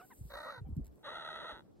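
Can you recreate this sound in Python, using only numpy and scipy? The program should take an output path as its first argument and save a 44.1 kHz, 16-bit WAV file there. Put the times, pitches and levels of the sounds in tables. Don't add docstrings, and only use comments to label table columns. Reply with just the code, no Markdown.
import sys
import numpy as np
from scipy import signal
from scipy.fft import rfft, irfft
from scipy.io import wavfile
from scipy.ndimage import uniform_filter1d

SR = 44100
rng = np.random.default_rng(int(sys.argv[2]) if len(sys.argv) > 2 else 0)


def persist_wave(psi):
    counts = np.round(np.clip(psi, -1, 1) * 32767).astype(np.int16)
    wavfile.write(sys.argv[1], SR, np.atleast_2d(counts).T)


N = 79380
T = np.arange(N) / SR
F = np.fft.rfftfreq(N, 1 / SR)


def amp(db):
    return 10 ** (np.asarray(db) / 20)


def rms_one(x):
    return x / np.sqrt(np.mean(x ** 2) + 1e-20)


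def in_time(rows):
    s, *columns = np.transpose(rows)
    return [np.interp(T, s, c) for c in columns]


def colour(x, points):
    hz, db = np.transpose(points)
    gain = amp(np.interp(np.log(F + 1), np.log(hz), db))
    return rms_one(irfft(rfft(x) * gain, N))


def drift(corner_hz):
    r = np.exp(-2 * np.pi * corner_hz / SR)
    white = rng.standard_normal(N + SR)
    return rms_one(signal.lfilter([1], [1, -2 * r, r * r], white)[SR:])


def resonance(x, hz, width_hz):
    r = np.exp(-np.pi * width_hz / SR)
    poles = [1, -2 * r * np.cos(2 * np.pi * hz / SR), r * r]
    return signal.lfilter([(1 - r * r) / 2, 0, (r * r - 1) / 2], poles, x)


def patchy(points, flicker_db):
    white = rfft(rng.standard_normal(N))
    octave = np.round(np.log2(F + 1))
    bands = sum(irfft(white * (octave == k), N) * amp(flicker_db * drift(18.7)) for k in range(4, 15))
    return colour(bands, points)


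# frequency in Hz, lead in rad.
TREBLE_LEAD = [(7600, 0), (8600, 0), (10300, -3.14), (12100, -6.3), (13800, -9.4), (16000, -11)]


def two_ports(x, lead, balance_db=0):
    phase_rad = np.interp(F, *np.transpose(lead + TREBLE_LEAD))
    half = np.exp(.5j * phase_rad) * amp(balance_db / 2)
    return irfft(rfft(x) * np.array([half, 1 / half]), N)


THROB_WANDER_CYCLES, THROB_LEAN_RAD = .03, -.8
DEEP_GAPS_S = .126
PULSE_SPREAD_DB, WEAK_PULSE_DB = 1.5, 3
WIDENING = 1.104


def growl(rows, rates, throb, throat):
    db, pulse_hz = in_time(rows)
    throb_hz, depth_db = in_time(rates)
    gap_s, second_db, jitter, breath, late_s = throb

    cycle = np.cumsum(pulse_hz * np.clip(1 + jitter * drift(250), .3, 3)) / SR
    count = np.floor(cycle - cycle[int(late_s * SR)])
    weak_db = WEAK_PULSE_DB * (count % 2) * pulse_hz / pulse_hz.max() * np.clip(1 + drift(20), 0, 2)
    pulse_gain = amp(PULSE_SPREAD_DB * rng.standard_normal(N) - weak_db) / np.sqrt(pulse_hz)
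    pulses = np.diff(count, prepend=count[0]) * pulse_gain
    puff_shape = rms_one(signal.lfilter([1], [1, -.985], pulses))
    puffs = (puff_shape + .5) * rng.standard_normal(N)
    source = rms_one(pulses) + breath * rms_one(puffs)

    turn = np.cumsum(throb_hz) / SR
    turn = turn - turn[int(gap_s * SR)] + THROB_WANDER_CYCLES * drift(56.0)
    leaning = np.pi * turn + THROB_LEAN_RAD * np.sin(np.pi * turn) ** 2
    gaps_db = depth_db * np.cos(leaning) ** 2 * np.clip(1 + drift(30) / 6, 0, 2)
    every_second = np.cos(np.pi * turn / 2) ** 16
    gaps_db = gaps_db + second_db * every_second * np.clip((gap_s + DEEP_GAPS_S - T) * 50, 0, 1)
    source = source * amp(-gaps_db) / np.sqrt(uniform_filter1d(amp(-2 * gaps_db), size=2400))

    voice = 0
    for k, (hz, width_hz, gain_db) in enumerate(throat):
        ring = resonance(resonance(source, hz, WIDENING * width_hz), hz, WIDENING * width_hz)
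        voice = voice + (-1) ** k * amp(gain_db) * ring / np.sqrt(width_hz)
    on = (T > rows[0][0]) & (T < rows[-1][0])
    return voice / np.sqrt(np.mean(voice[on] ** 2)) * amp(db) * on


# time in seconds, level in dB, vocal pulses per second before jitter.
GROWLS = [
    [(.292, -63, 546), (.303, -59.5, 600), (.312, -49.5, 547), (.35, -46.5, 575), (.46, -48.5, 607),
     (.53, -47.5, 560), (.594, -56.5, 480), (.608, -76, 200)],
    [(1.03, -66, 200), (1.048, -50, 640), (1.066, -44.5, 572), (1.15, -45.5, 655), (1.4, -46, 645),
     (1.517, -45, 640), (1.532, -51, 260), (1.57, -53.5, 145), (1.6, -60, 75), (1.64, -94, 45)],
]
# time in seconds, throbs per second, gap depth in dB before its random variation.
THROB_RATES = [
    [(.35, 58, 6), (.425, 72, 7), (.46, 52, 5)],
    [(1.06, 75.5, 4), (1.14, 75.5, 9), (1.3, 75.5, 9), (1.34, 69, 7.5), (1.42, 69, 7.5), (1.46, 80, 5),
     (1.54, 80, 0)],
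]
# time of one gap in seconds, extra depth of every second gap in dB,
# pulse rate jitter as a share, breath to pulse rms ratio, time of a late vocal pulse in seconds.
THROB = [(.328, 19, .07, .2, .59), (1.148, 0, .07, .3, 1.606)]
# centre in Hz, width in Hz before WIDENING, gain in dB before division by root width.
THROATS = [
    [(506, 850, -1), (932, 78, -1), (1300, 320, -4.5), (1468, 285, -1), (1891, 106, -6.5),
     (3826, 270, -8.5), (4340, 410, -18), (6100, 1200, -30), (11210, 520, -23)],
    [(432, 140, -5), (609, 165, -10.5), (871, 144, -0.5), (1386, 285, 1), (1916, 226, -6),
     (2795, 510, -13.5), (3437, 280, -6.5), (3894, 254, -4.5), (5970, 1550, -26.5), (8900, 900, -27.5),
     (10820, 520, -25)],
]
# frequency in Hz, lead in rad.
LEADS = [
    [(1600, 0), (2100, 1.2), (2500, 2.7), (3400, 3.14), (4100, 4.1), (5000, 6.3), (6200, 7), (7500, 6.3)],
    [(1500, .1), (1900, 1), (3400, 2.4), (4400, 3.14), (5300, 3.14), (6200, 6), (7500, 6.3)],
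]
# frequency in Hz, difference in dB.
BALANCES = [
    [(500, 0.23), (1000, -0.74), (1900, -0.96), (3000, 0.32)],
    [(500, -2), (1000, 0), (1900, -0.5), (3000, 1)],
]


def growls():
    dry, stereo = np.zeros(N), np.zeros((2, N))
    for rows, rates, throb, throat, lead, balance in zip(GROWLS, THROB_RATES, THROB, THROATS, LEADS, BALANCES):
        voice = growl(rows, rates, throb, throat)
        dry += voice
        stereo += two_ports(voice, lead, np.interp(F, *np.transpose(balance)))
    return dry, stereo


PEEP_UPPER_DB = -20
PEEP_WOBBLE, PEEP_HOARSE = .02, .3
PEEP_EDGE = .55
# start in seconds, length in seconds, first Hz and last Hz before wobble,
# fundamental level in dB before hoarseness, second harmonic in dB re fundamental.
PEEPS = [(-.05, 0.11, 670, 780, -57.5, -3), (-.02, 0.045, 1500, 1000, -56.5, -12),
         (0.1, 0.018, 766, 800, -69, 8), (0.1, 0.038, 1070, 760, -58.5, -3),
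         (0.452, 0.023, 537, 486, -47.5, -1), (.46, 0.056, 560, 720, -56, 13),
         (0.646, 0.039, 807, 731, -65, -28), (1.062, 0.035, 558, 612, -58, 13.5),
         (1.12, 0.016, 507, 500, -52, 1.5), (1.444, 0.02, 492, 540, -53, 1.5)]


def peeps():
    out = np.zeros(N)
    wobble = 1 + PEEP_WOBBLE * drift(94)
    for start_s, length_s, hz0, hz1, db, second_db in PEEPS:
        u = np.clip((T - start_s) / length_s, 0, 1)
        phase = 2 * np.pi * np.cumsum((hz0 + (hz1 - hz0) * u ** 2) * wobble) / SR
        upper = amp(PEEP_UPPER_DB) * (np.sin(3 * phase) + np.sin(4 * phase))
        overtones = amp(second_db) * np.sin(2 * phase) + upper
        tone = np.sin(phase) + np.minimum(2 * u, 1) * overtones
        tone = tone * (1 + PEEP_HOARSE * drift(400.0))
        envelope = (np.sin(np.pi * u) + 1e-9) ** PEEP_EDGE * (u > 0) * (u < 1)
        out += amp(db) * envelope * tone
    return out


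# left delay in seconds, right delay in seconds, level in dB.
ECHOES = [(.004, .0053, -16), (.023, .019, -24)]


def echoes(voices):
    out = np.zeros((2, N))
    for left_s, right_s, db in ECHOES:
        out[0] += amp(db) * np.roll(voices[0], int(left_s * SR))
        out[1] += amp(db) * np.roll(voices[1], int(right_s * SR))
    return out


SPREAD_S, SPREAD_DB, SPREAD_HZ = .00458, -4.5, 1095


def stereo_spread(dry):
    low_pass = signal.butter(4, SPREAD_HZ, fs=SR, output="sos")
    dull = signal.sosfilt(low_pass, np.roll(dry, int(SPREAD_S * SR)))
    return amp(SPREAD_DB) * dull * [[1], [-1]]


BUMP_RISE_CYCLES, BUMP_TOP_HZ = .25, 380
BUMP_PAN_DB, BUMP_SKEW_RAD = -.5, .42
# start in seconds, level in dB before rise, decay, low-pass and pan, pitch in Hz, ring t60 in seconds.
BUMPS = [(0.185, -46, 64, 0.18), (0.208, -28, 98.6, 0.052), (0.23, -39.5, 55.8, 0.28),
         (0.251, -39.5, 136, 0.057), (0.33, -44.5, 52.3, 0.2), (0.575, -47, 116.7, 0.36),
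         (0.613, -30, 111.7, 0.088), (.64, -34.5, 63.2, 0.16), (.665, -39.5, 154, 0.096),
         (.687, -35.5, 228.5, 0.048), (0.696, -29.5, 75, 0.096), (0.711, -35, 203, 0.032),
         (.724, -23.5, 76, 0.062), (.765, -28.5, 195, 0.072), (0.773, -26, 76, 0.053),
         (.776, -23.5, 146.8, 0.07), (0.788, -28, 214.6, 0.055), (0.796, -30.5, 264, 0.03),
         (0.804, -29, 54, 0.15), (0.871, -43, 62.2, 0.23), (1.522, -48, 55, 0.15)]


def bumps():
    out = np.zeros((2, N))
    skews = BUMP_SKEW_RAD * rng.choice([-1, 1], (len(BUMPS), 1)) * [1, -1]
    for (start_s, db, hz, t60_s), skew in zip(BUMPS, skews):
        t = np.maximum(T - start_s, 0)
        rise = (1 - np.exp(-t * hz / BUMP_RISE_CYCLES)) ** 2
        out += amp(db - 60 * t / t60_s) * rise * np.sin(2 * np.pi * hz * t + skew[:, None])
    out = signal.sosfilt(signal.butter(2, BUMP_TOP_HZ, fs=SR, output="sos"), out)
    return out * amp(np.array([[.5], [-.5]]) * BUMP_PAN_DB)


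TICK_RISE_S, TICK_FALL_S, TICK_TRIM_DB = .0006, .003, -2.5
# peak time in seconds, peak level in dB before TICK_TRIM_DB.
TICKS = [(0.7669, -58.5), (0.846, -55.5), (0.857, -56.5), (0.867, -53.5), (0.878, -60.5), (0.9576, -64)]
# frequency in Hz, relative level in dB.
TICK_COLOUR = [(700, -36), (2000, -14), (4000, -12), (9000, -8.5), (16000, -4)]


def ticks():
    shape = np.zeros(N)
    for peak_s, db in TICKS:
        shape += amp(db) * np.exp(-np.abs(T - peak_s) / np.where(T < peak_s, TICK_RISE_S, TICK_FALL_S))
    return shape * colour(rng.standard_normal(N), TICK_COLOUR) * amp(TICK_TRIM_DB)


RUSTLE_FLICKER_DB, RUSTLE_LOOSE_DB = 2.5, -10
# time in seconds, level in dB.
RUSTLE = [(0, -67.5), (.2, -65.5), (.33, -64), (.45, -68), (.58, -85), (1.03, -79), (1.1, -118),
          (1.55, -84), (1.8, -90)]
# frequency in Hz, relative level in dB per Hz.
RUSTLE_COLOUR = [(1500, -13), (3000, -12), (5000, -6), (8000, 0.5), (12000, 4.5), (16000, 2.5)]
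# frequency in Hz, relative level in dB.
RUSTLE_LOOSE = [(3000, 10.5), (7000, -2)]
# frequency in Hz, lead in rad.
RUSTLE_LEAD = [(4600, 0), (5500, 3), (6900, 2.7), (7500, 0)]


def rustle():
    loose = colour(patchy(RUSTLE_COLOUR, RUSTLE_FLICKER_DB), RUSTLE_LOOSE)
    loose = amp(RUSTLE_LOOSE_DB) * loose * [[1], [-1]]
    common = two_ports(patchy(RUSTLE_COLOUR, RUSTLE_FLICKER_DB), RUSTLE_LEAD)
    return amp(in_time(RUSTLE)[0]) * (common + loose)


WIND_FLICKER_DB, WIND_SIDE_DB = 2.5, .5
# frequency in Hz, relative level in dB per Hz.
WIND = [(15, -25), (30, -13.5), (250, -9), (400, -11.5), (870, -25.5), (2200, -43), (6000, -48),
        (13000, -62)]
# time in seconds, level in dB.
WIND_LEVEL = [(0, -68), (1.0, -64), (1.8, -64)]


def wind():
    common = patchy(WIND, WIND_FLICKER_DB)
    side = amp(WIND_SIDE_DB) * patchy(WIND, WIND_FLICKER_DB) * [[1], [-1]]
    return amp(in_time(WIND_LEVEL)[0]) * (common + side)


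def scene():
    growl_dry, growl_stereo = growls()
    peep_dry = peeps()
    voices = growl_stereo + two_ports(peep_dry, [])
    voice_copies = echoes(voices) + stereo_spread(growl_dry + peep_dry)
    handling = bumps() + two_ports(ticks(), RUSTLE_LEAD)
    return voices + voice_copies + handling + rustle() + wind()


CUTOFF_HZ = 15800


def record(dry):
    return signal.sosfilt(signal.ellip(10, .5, 70, CUTOFF_HZ, fs=SR, output="sos"), dry)


dry = scene()
out = record(dry)
persist_wave(out)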